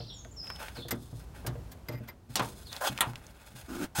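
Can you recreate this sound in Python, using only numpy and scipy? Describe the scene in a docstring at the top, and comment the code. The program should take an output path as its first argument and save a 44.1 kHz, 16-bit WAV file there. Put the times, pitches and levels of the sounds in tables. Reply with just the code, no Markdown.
"""A strap is worked by hand around a spare tyre in an open car compartment, outdoors.
Its buckle clinks; it drops, scrapes along and its metal end clacks down. Each hit is decaying modes
plus a noise burst. Knuckles bump the panels and make the compartment boom; small contacts tick.
Sleeves and webbing rustle in tiny slips. Behind it all, small birds chirp over a low rumble."""
import sys
import numpy as np
from scipy import signal
from scipy.fft import rfft, irfft
from scipy.io import wavfile

SR = 44100
rng = np.random.default_rng(int(sys.argv[2]) if len(sys.argv) > 2 else 0)


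def generate_wav(sig):
    """Save sig (samples, or channels by samples) to the path in sys.argv[1] as 16-bit PCM at SR."""
    pcm = np.round(np.clip(np.atleast_2d(sig).T, -1, 1) * 32767).astype(np.int16)
    wavfile.write(sys.argv[1], SR, pcm)


N = 176400

# Spectra of air, friction and hits. Each row: frequency in Hz, relative level in dB.
AIR_COLOUR = [(20, -28), (55, 5.5), (75, 0), (170, -9), (400, -17.5), (900, -22.5), (2000, -33.5),
              (15500, -44)]
RUSTLE_BODY_COLOUR = [(150, -10.5), (300, -13.5), (500, 3.5), (850, 5.5), (2500, 1.5), (6000, -16)]
RUSTLE_HISS_COLOUR = [(1500, -27), (3500, 10.5), (6000, 5), (10000, 6), (15500, 0)]
DRAG_COLOUR = [(120, -47), (371, -11), (534, 8.5), (1680, 2), (2210, -13), (15500, -15)]
SLIP_COLOUR = [(120, -33), (544, -5), (1070, -3), (2210, -17.5), (3240, -7.5), (4750, -15), (15500, -25)]
SLEEVE_COLOUR = [(59, -17), (140, -9.5), (310, -1.5), (520, -17), (1000, -18.5), (1260, -13), (1900, -23.5),
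                 (15500, -34)]
PULL_COLOUR = [(120, -21.5), (575, -14), (890, 7), (1130, -5), (1540, 3), (1680, -4.5), (8980, -7),
               (15500, -14)]
CLINK_COLOUR = [(700, 18), (1600, 13.5), (2500, 0), (3600, 2), (11000, -12.5), (15000, -15)]
SNAP_COLOUR = [(88, -41), (150, -10.5), (1020, -5), (1800, -13.5), (3040, -4), (5650, -4), (8010, -6.5),
               (15500, -13)]
DROP_COLOUR = [(88, -33), (150, -28), (656, -13), (1090, -2.5), (1660, -11), (15500, -34.5)]
CLACK_COLOUR = [(120, -18), (200, -18), (488, -16), (957, -2.5), (1800, -9), (3750, -3.5), (5010, -22.5),
                (9310, -2), (15500, -12.5)]
# Modes of compartment air, panels, buckle and metal end.
# Each row: frequency in Hz, relative level in dB, T60 in seconds (capped at MAX_MODE_T60_S).
BOOM_MODES = [(119.1, 3.5, .47), (149, -7, .38)]
PANEL_MODES = [(191.6, 2, 0.095), (227.1, -2, 0.48), (270.1, -0.5, .3), (349, -2, 0.24), (466.3, 1, 0.13),
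               (593, 1.5, 0.14), (680, 7.5, 0.046), (1213, 3.5, 0.032), (1600, 2, 0.099)]
CLINK_MODES = [(12020, -9.5, 0.038), (4920, -8, 0.03), (2380, -6.5, 0.027), (2067, -2, 0.065),
               (1934, -7.5, 0.084)]
CLACK_MODES = [(927, -1.5, 0.17), (1237, -0.5, 0.14), (1368, 2.5, 0.12), (1876, 0, 0.12), (3360, -5, 0.06),
               (8570, -1, 0.064)]
# Bird notes. Each row: start and length in seconds, first and target pitch in Hz,
# glide time constant in seconds, level in dB, roughness factor.
CHIRPS = [(-.02, 0.077, 4770, 4384, 0.029, -51.5, 3.9), (0.069, 0.069, 4800, 2910, .044, -49, 1.25),
          (0.08, 0.053, 5520, 5550, 0.015, -56, 0.25), (0.128, 0.12, 7950, 6340, 0.035, -57.5, .45),
          (0.31, .026, 7270, 7000, 0.026, -57.5, 0.68), (.361, 0.11, 6000, 5110, 0.0099, -45, .35),
          (0.461, 0.063, 5420, 5010, 0.041, -47, 0.41), (0.751, 0.094, 5015, 3110, .05, -50.5, 1.08),
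          (2.651, 0.093, 4875, 3180, 0.048, -52, 0.97)]
# Light cloth moves. Each row: start and length in seconds, body and hiss level in dB.
RUSTLES = [(0.425, 0.29, -56.5, -64), (0.581, 0.088, -48.5, -57), (0.71, 0.12, -75, -62),
           (0.753, 0.013, -46, -62), (0.93, 0.27, -79, -63), (1.181, 0.042, -61, -65),
           (1.337, 0.073, -57.5, -63.5), (1.848, 0.25, -63, -78), (2.286, 0.052, -59.5, -57),
           (2.408, 0.052, -50.5, -49), (2.465, .33, -65, -58.5), (2.705, 0.05, -47.5, -57),
           (2.879, 0.23, -52.5, -57.5), (3.146, 0.53, -62, -66.5), (3.453, 0.029, -70, -62),
           (3.55, 0.042, -58.5, -54.5), (3.791, 0.029, -45.5, -64)]
# Firm strokes. Each row: start and length in seconds, first and last level in dB, colour.
RUBS = [(2.805, 0.052, -33.5, -32.5, DRAG_COLOUR), (2.836, .043, -39, -25.5, SLIP_COLOUR),
        (3.677, 0.09, -47.5, -36.5, SLEEVE_COLOUR), (3.774, .068, -43.5, -32, SLEEVE_COLOUR),
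        (3.948, 0.053, -36.5, -28.5, PULL_COLOUR)]
# Small contacts. Each row: start in seconds, level in dB, centre in Hz.
TICKS = [(.249, -51.5, 1760), (0.471, -49.5, 2700), (.502, -37.5, 1260), (0.561, -48, 3100),
         (0.684, -43.5, 2100), (2.729, -39.5, 4250), (2.765, -39, 4060), (2.977, -35.5, 2650),
         (2.988, -36.5, 1270), (3.135, -48, 880), (3.157, -42, 2700), (3.267, -52, 6170)]
# Panel bumps. Each row: start in seconds, boom and panel level in dB, centre in Hz (higher is harder).
BUMPS = [(.003, -40, -44.5, 600), (.252, -56, -50.5, 660), (.778, -46, -42, 397), (0.851, -44.5, -46, 470),
         (0.925, -36.5, -33, 255), (1.128, -38.5, -50, 302), (1.447, -43.5, -42, 515),
         (1.477, -33.5, -42, 340), (1.552, -39.5, -44, 497), (1.892, -37.5, -38, 456),
         (1.938, -37.5, -44.5, 393), (2.005, -42.5, -45.5, 223), (2.295, -43.5, -49.5, 190),
         (2.407, -36, -38.5, 230), (2.897, -41.5, -39.5, 182), (3.071, -35.5, -45, 224),
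         (3.541, -46.5, -52.5, 200), (3.985, -31, -35.5, 274)]
# Buckle clinks. Each row: start, rattle length and rise in seconds, crack and ring level in dB,
# tilt in dB per octave.
CLINKS = [(0.883, .006, 0.00084, -44, -66, 7), (0.9077, 0.012, 0.00063, -33, -38.5, 7),
          (1.464, 0.015, 0.00093, -36.5, -54, 6), (1.712, 0.021, 0.0078, -49, -62, 8),
          (1.884, 0.006, 0.0018, -45, -44, 4.5), (1.91, 0.075, 0.0035, -52.5, -56, 2),
          (2.073, 0.03, 0.014, -46.5, -50.5, 4)]
# Strap hits. Each row: start in seconds, crack level in dB, crack T60 at 1 kHz in seconds,
# ring level in dB, colour, modes.
BLOWS = [(2.356, -27.5, 0.32, -46, SNAP_COLOUR, CLACK_MODES),
         (2.395, -28, 0.18, -35.5, DROP_COLOUR, PANEL_MODES),
         (3.0072, -24, 0.24, -27.5, CLACK_COLOUR, CLACK_MODES)]

MAX_MODE_T60_S, TREBLE_DAMPING_EXPONENT = .3, .66
ONSET_SAMPLES = 882


def undb(db):
    """Decibels to gain."""
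    return 10 ** (np.asarray(db) / 20)


def unit(x, size=None):
    """Scale to rms 1 over the first size samples."""
    return x / np.sqrt(np.mean(x[:size] ** 2) + 1e-18)


def clock(size=N // 8):
    """Sample times in seconds."""
    return np.arange(size) / SR


def add(out, start_s, x):
    """Mix x in at start_s."""
    i = int(start_s * SR)
    x = x[max(-i, 0):max(N - i, 0)]
    out[max(i, 0):max(i, 0) + len(x)] += x


def colour(x, points):
    """Filter by a (Hz, dB) curve, to rms 1."""
    hz, db = np.array(points).T
    bins_hz = np.maximum(np.fft.rfftfreq(len(x), 1 / SR), 1)
    gain = undb(np.interp(np.log(bins_hz), np.log(hz), db))
    return unit(irfft(rfft(x) * gain, len(x)))


def tilt(rows, db_per_oct):
    """Brighten a colour or a set of modes."""
    return [(hz, db + db_per_oct * np.log2(hz), *rest) for hz, db, *rest in rows]


def around(hz):
    """Broad colour peaking at hz."""
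    return [(hz / 4, -16), (hz, 0), (hz * 2, -5), (hz * 16, -34)]


def walk(rate_hz, size=N):
    """Smooth random curve, spread near 1."""
    return np.interp(clock(size) * rate_hz, np.arange(2048), rng.standard_normal(2048))


def gate(t, length_s, rise_s, fall_s):
    """Linear rise, hold, exponential fall."""
    return np.clip(t / rise_s, 0, 1) * np.exp(-np.maximum(t - length_s, 0) / fall_s)


def slips(per_s, spread_db, size=N):
    """Friction: random impulses of uneven strength."""
    impulses = (rng.random(size) < per_s / SR) * rng.standard_normal(size)
    return impulses * undb(spread_db * np.minimum(rng.exponential(size=size), 4))


def ring(modes, scatter_db=0, detune=0):
    """Decaying modes; their mix varies with where the blow lands, drawn at random."""
    t, out = clock(), 0
    for (hz, db, t60_s), (level, pitch, sign) in zip(modes, rng.standard_normal((len(modes), 3))):
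        decay = undb(-60 * t / min(t60_s, MAX_MODE_T60_S))
        tone = np.sin(2 * np.pi * hz * (1 + detune * pitch) * t)
        out = out + np.sign(sign) * undb(db + scatter_db * level) * decay * tone
    return unit(out, ONSET_SAMPLES)


def crack(points, t60_1khz_s, hold_s=0):
    """Dense ringing of the compartment after a contact; the treble dies first."""
    t, out = clock(), 0
    spectrum = rfft(colour(rng.standard_normal(len(t)), points))
    bin_octave = np.clip(np.log2(np.fft.rfftfreq(len(t), 1 / SR) / 1000 + 1e-9), -3, 4)
    for octave in range(-3, 5):
        band = irfft(spectrum * np.maximum(1 - abs(bin_octave - octave), 0), len(t))
        t60_s = t60_1khz_s * 2 ** (-octave * TREBLE_DAMPING_EXPONENT)
        out = out + band * undb(-60 * np.maximum(t - hold_s, 0) / t60_s)
    return unit(out, ONSET_SAMPLES)


def echoes(x, decay_s):
    """Diffuse reflections: convolve with decaying noise of unit energy."""
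    t = clock()
    response = rng.standard_normal(len(t)) * np.exp(-t / decay_s)
    return signal.fftconvolve(x, response / np.linalg.norm(response))[:N]


def walls(x, wet_db=-3.5):
    """Close reflections off tank and panels: a hollow colour."""
    return (x + undb(wet_db) * echoes(x, decay_s=.0073)) / np.hypot(1, undb(wet_db))


def air(level_db=-50, swell_db=4):
    """Low outdoor rumble with faint hiss."""
    return undb(level_db + swell_db * walk(4.076)) * colour(rng.standard_normal(N), AIR_COLOUR)


def birds(echo_t60_s=.42, echo_db=-.5):
    """Thin, rasping, gliding whistles that echo around the yard."""
    out, t = np.zeros(N), clock()
    for start_s, length_s, first_hz, target_hz, glide_s, db, roughness in CHIRPS:
        warble, rasp = .04 * walk(170, len(t)), .04 * walk(1500, len(t))
        glide_hz = target_hz + (first_hz - target_hz) * np.exp(-t / glide_s)
        hz = glide_hz * (1 + roughness * (warble + rasp))
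        arch = np.sqrt(abs(np.sin(np.pi * np.minimum(t / length_s, 1))))
        swell = arch * undb(db + 4 * walk(93, len(t)))
        add(out, start_s, np.sqrt(2) * swell * np.sin(2 * np.pi * np.cumsum(hz) / SR))
    return out + undb(echo_db) * echoes(out, decay_s=echo_t60_s / np.log(1000))


def rustles(flutter_db=2.6):
    """Sleeves and webbing slide lightly in short moves."""
    t, body_gain, hiss_gain = clock(N), 0, 0
    for start_s, length_s, body_db, hiss_db in RUSTLES:
        move = gate(t - start_s, length_s, rise_s=.018, fall_s=.028)
        body_gain += undb(body_db) * move
        hiss_gain += undb(hiss_db) * move
    body = colour(slips(per_s=5000, spread_db=1.2), RUSTLE_BODY_COLOUR)
    hiss = colour(slips(per_s=5000, spread_db=1.2), RUSTLE_HISS_COLOUR)
    return undb(flutter_db * walk(70)) * (body_gain * body + hiss_gain * hiss)


def rubs(flutter_db=.96):
    """Strap and arm rub firmly: dense slips grow with the pull and stop short."""
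    out, t = np.zeros(N), clock()
    for start_s, length_s, first_db, last_db, points in RUBS:
        force_db = np.interp(t, [0, length_s], [first_db, last_db]) + flutter_db * walk(156, len(t))
        friction = colour(slips(per_s=14000, spread_db=1, size=len(t)), points)
        add(out, start_s, undb(force_db) * gate(t, length_s, rise_s=.0094, fall_s=.01) * friction)
    return out


def ticks(decay_s=.0005, tail_db=-2.5):
    """Small sharp contacts, each with a short hollow tail."""
    out, t = np.zeros(N), clock()
    for start_s, db, hz in TICKS:
        snap = unit(np.exp(-t / decay_s) * np.cos(2 * np.pi * hz * t), size=300)
        tail = unit(crack(around(hz), t60_1khz_s=.069), size=300)
        add(out, start_s, undb(db) * unit(snap + undb(tail_db) * tail, size=300))
    return out


def panel_bumps(rise_s=.0014, focus_db_per_oct=10, thud_db=-10):
    """Knuckles thud, boom the compartment air and ring the panel modes near the bump's centre pitch."""
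    out = np.zeros(N)
    push = 1 - np.exp(-clock() / rise_s)
    for start_s, boom_db, panel_db, centre_hz in BUMPS:
        modes = [(hz, db - focus_db_per_oct * abs(np.log2(hz / centre_hz)), t60_s)
                 for hz, db, t60_s in PANEL_MODES]
        ringing = ring(modes, scatter_db=3, detune=.02)
        thud = undb(thud_db) * crack(around(centre_hz), t60_1khz_s=.15)
        panel = unit(ringing + thud, ONSET_SAMPLES)
        boom = ring(BOOM_MODES, detune=.02)
        add(out, start_s, push * (undb(boom_db) * boom + undb(panel_db) * panel))
    return out


def buckle(contacts_per_s=500):
    """The loose buckle chatters; each contact renews its high ring."""
    out, t = np.zeros(N), clock()
    for start_s, length_s, rise_s, crack_db, ring_db, db_per_oct in CLINKS:
        swell = np.minimum(t / rise_s, 1)
        touching = (rng.random(len(t)) < contacts_per_s / SR) * (t < length_s)
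        contacts = touching * rng.standard_normal(len(t))
        contacts[0] = 1
        jingle = signal.fftconvolve(contacts, ring(tilt(CLINK_MODES, db_per_oct)))[:len(t)]
        jingle = unit(swell * jingle, ONSET_SAMPLES + int(length_s * SR))
        burst = swell * crack(tilt(CLINK_COLOUR, db_per_oct), t60_1khz_s=.21, hold_s=length_s / 2)
        add(out, start_s, undb(crack_db) * burst + undb(ring_db) * jingle)
    return out


def strap_blows():
    """The strap and its metal end strike tank and floor: a crack plus ringing modes."""
    out = np.zeros(N)
    for start_s, crack_db, t60_1khz_s, ring_db, points, modes in BLOWS:
        add(out, start_s, undb(crack_db) * crack(points, t60_1khz_s) + undb(ring_db) * ring(modes))
    return out


def scene():
    """Close mono mix."""
    rumble = air()
    hits = buckle() + panel_bumps() + strap_blows() + ticks()
    friction = walls(rustles() + rubs())
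    return (rumble + hits + friction + birds())[None]


def record(dry):
    """Steep elliptic low-pass."""
    cutoff_hz = 15900
    return signal.sosfilt(signal.ellip(10, .2, 80, cutoff_hz, fs=SR, output="sos"), dry)


dry = scene()
out = record(dry)
generate_wav(out)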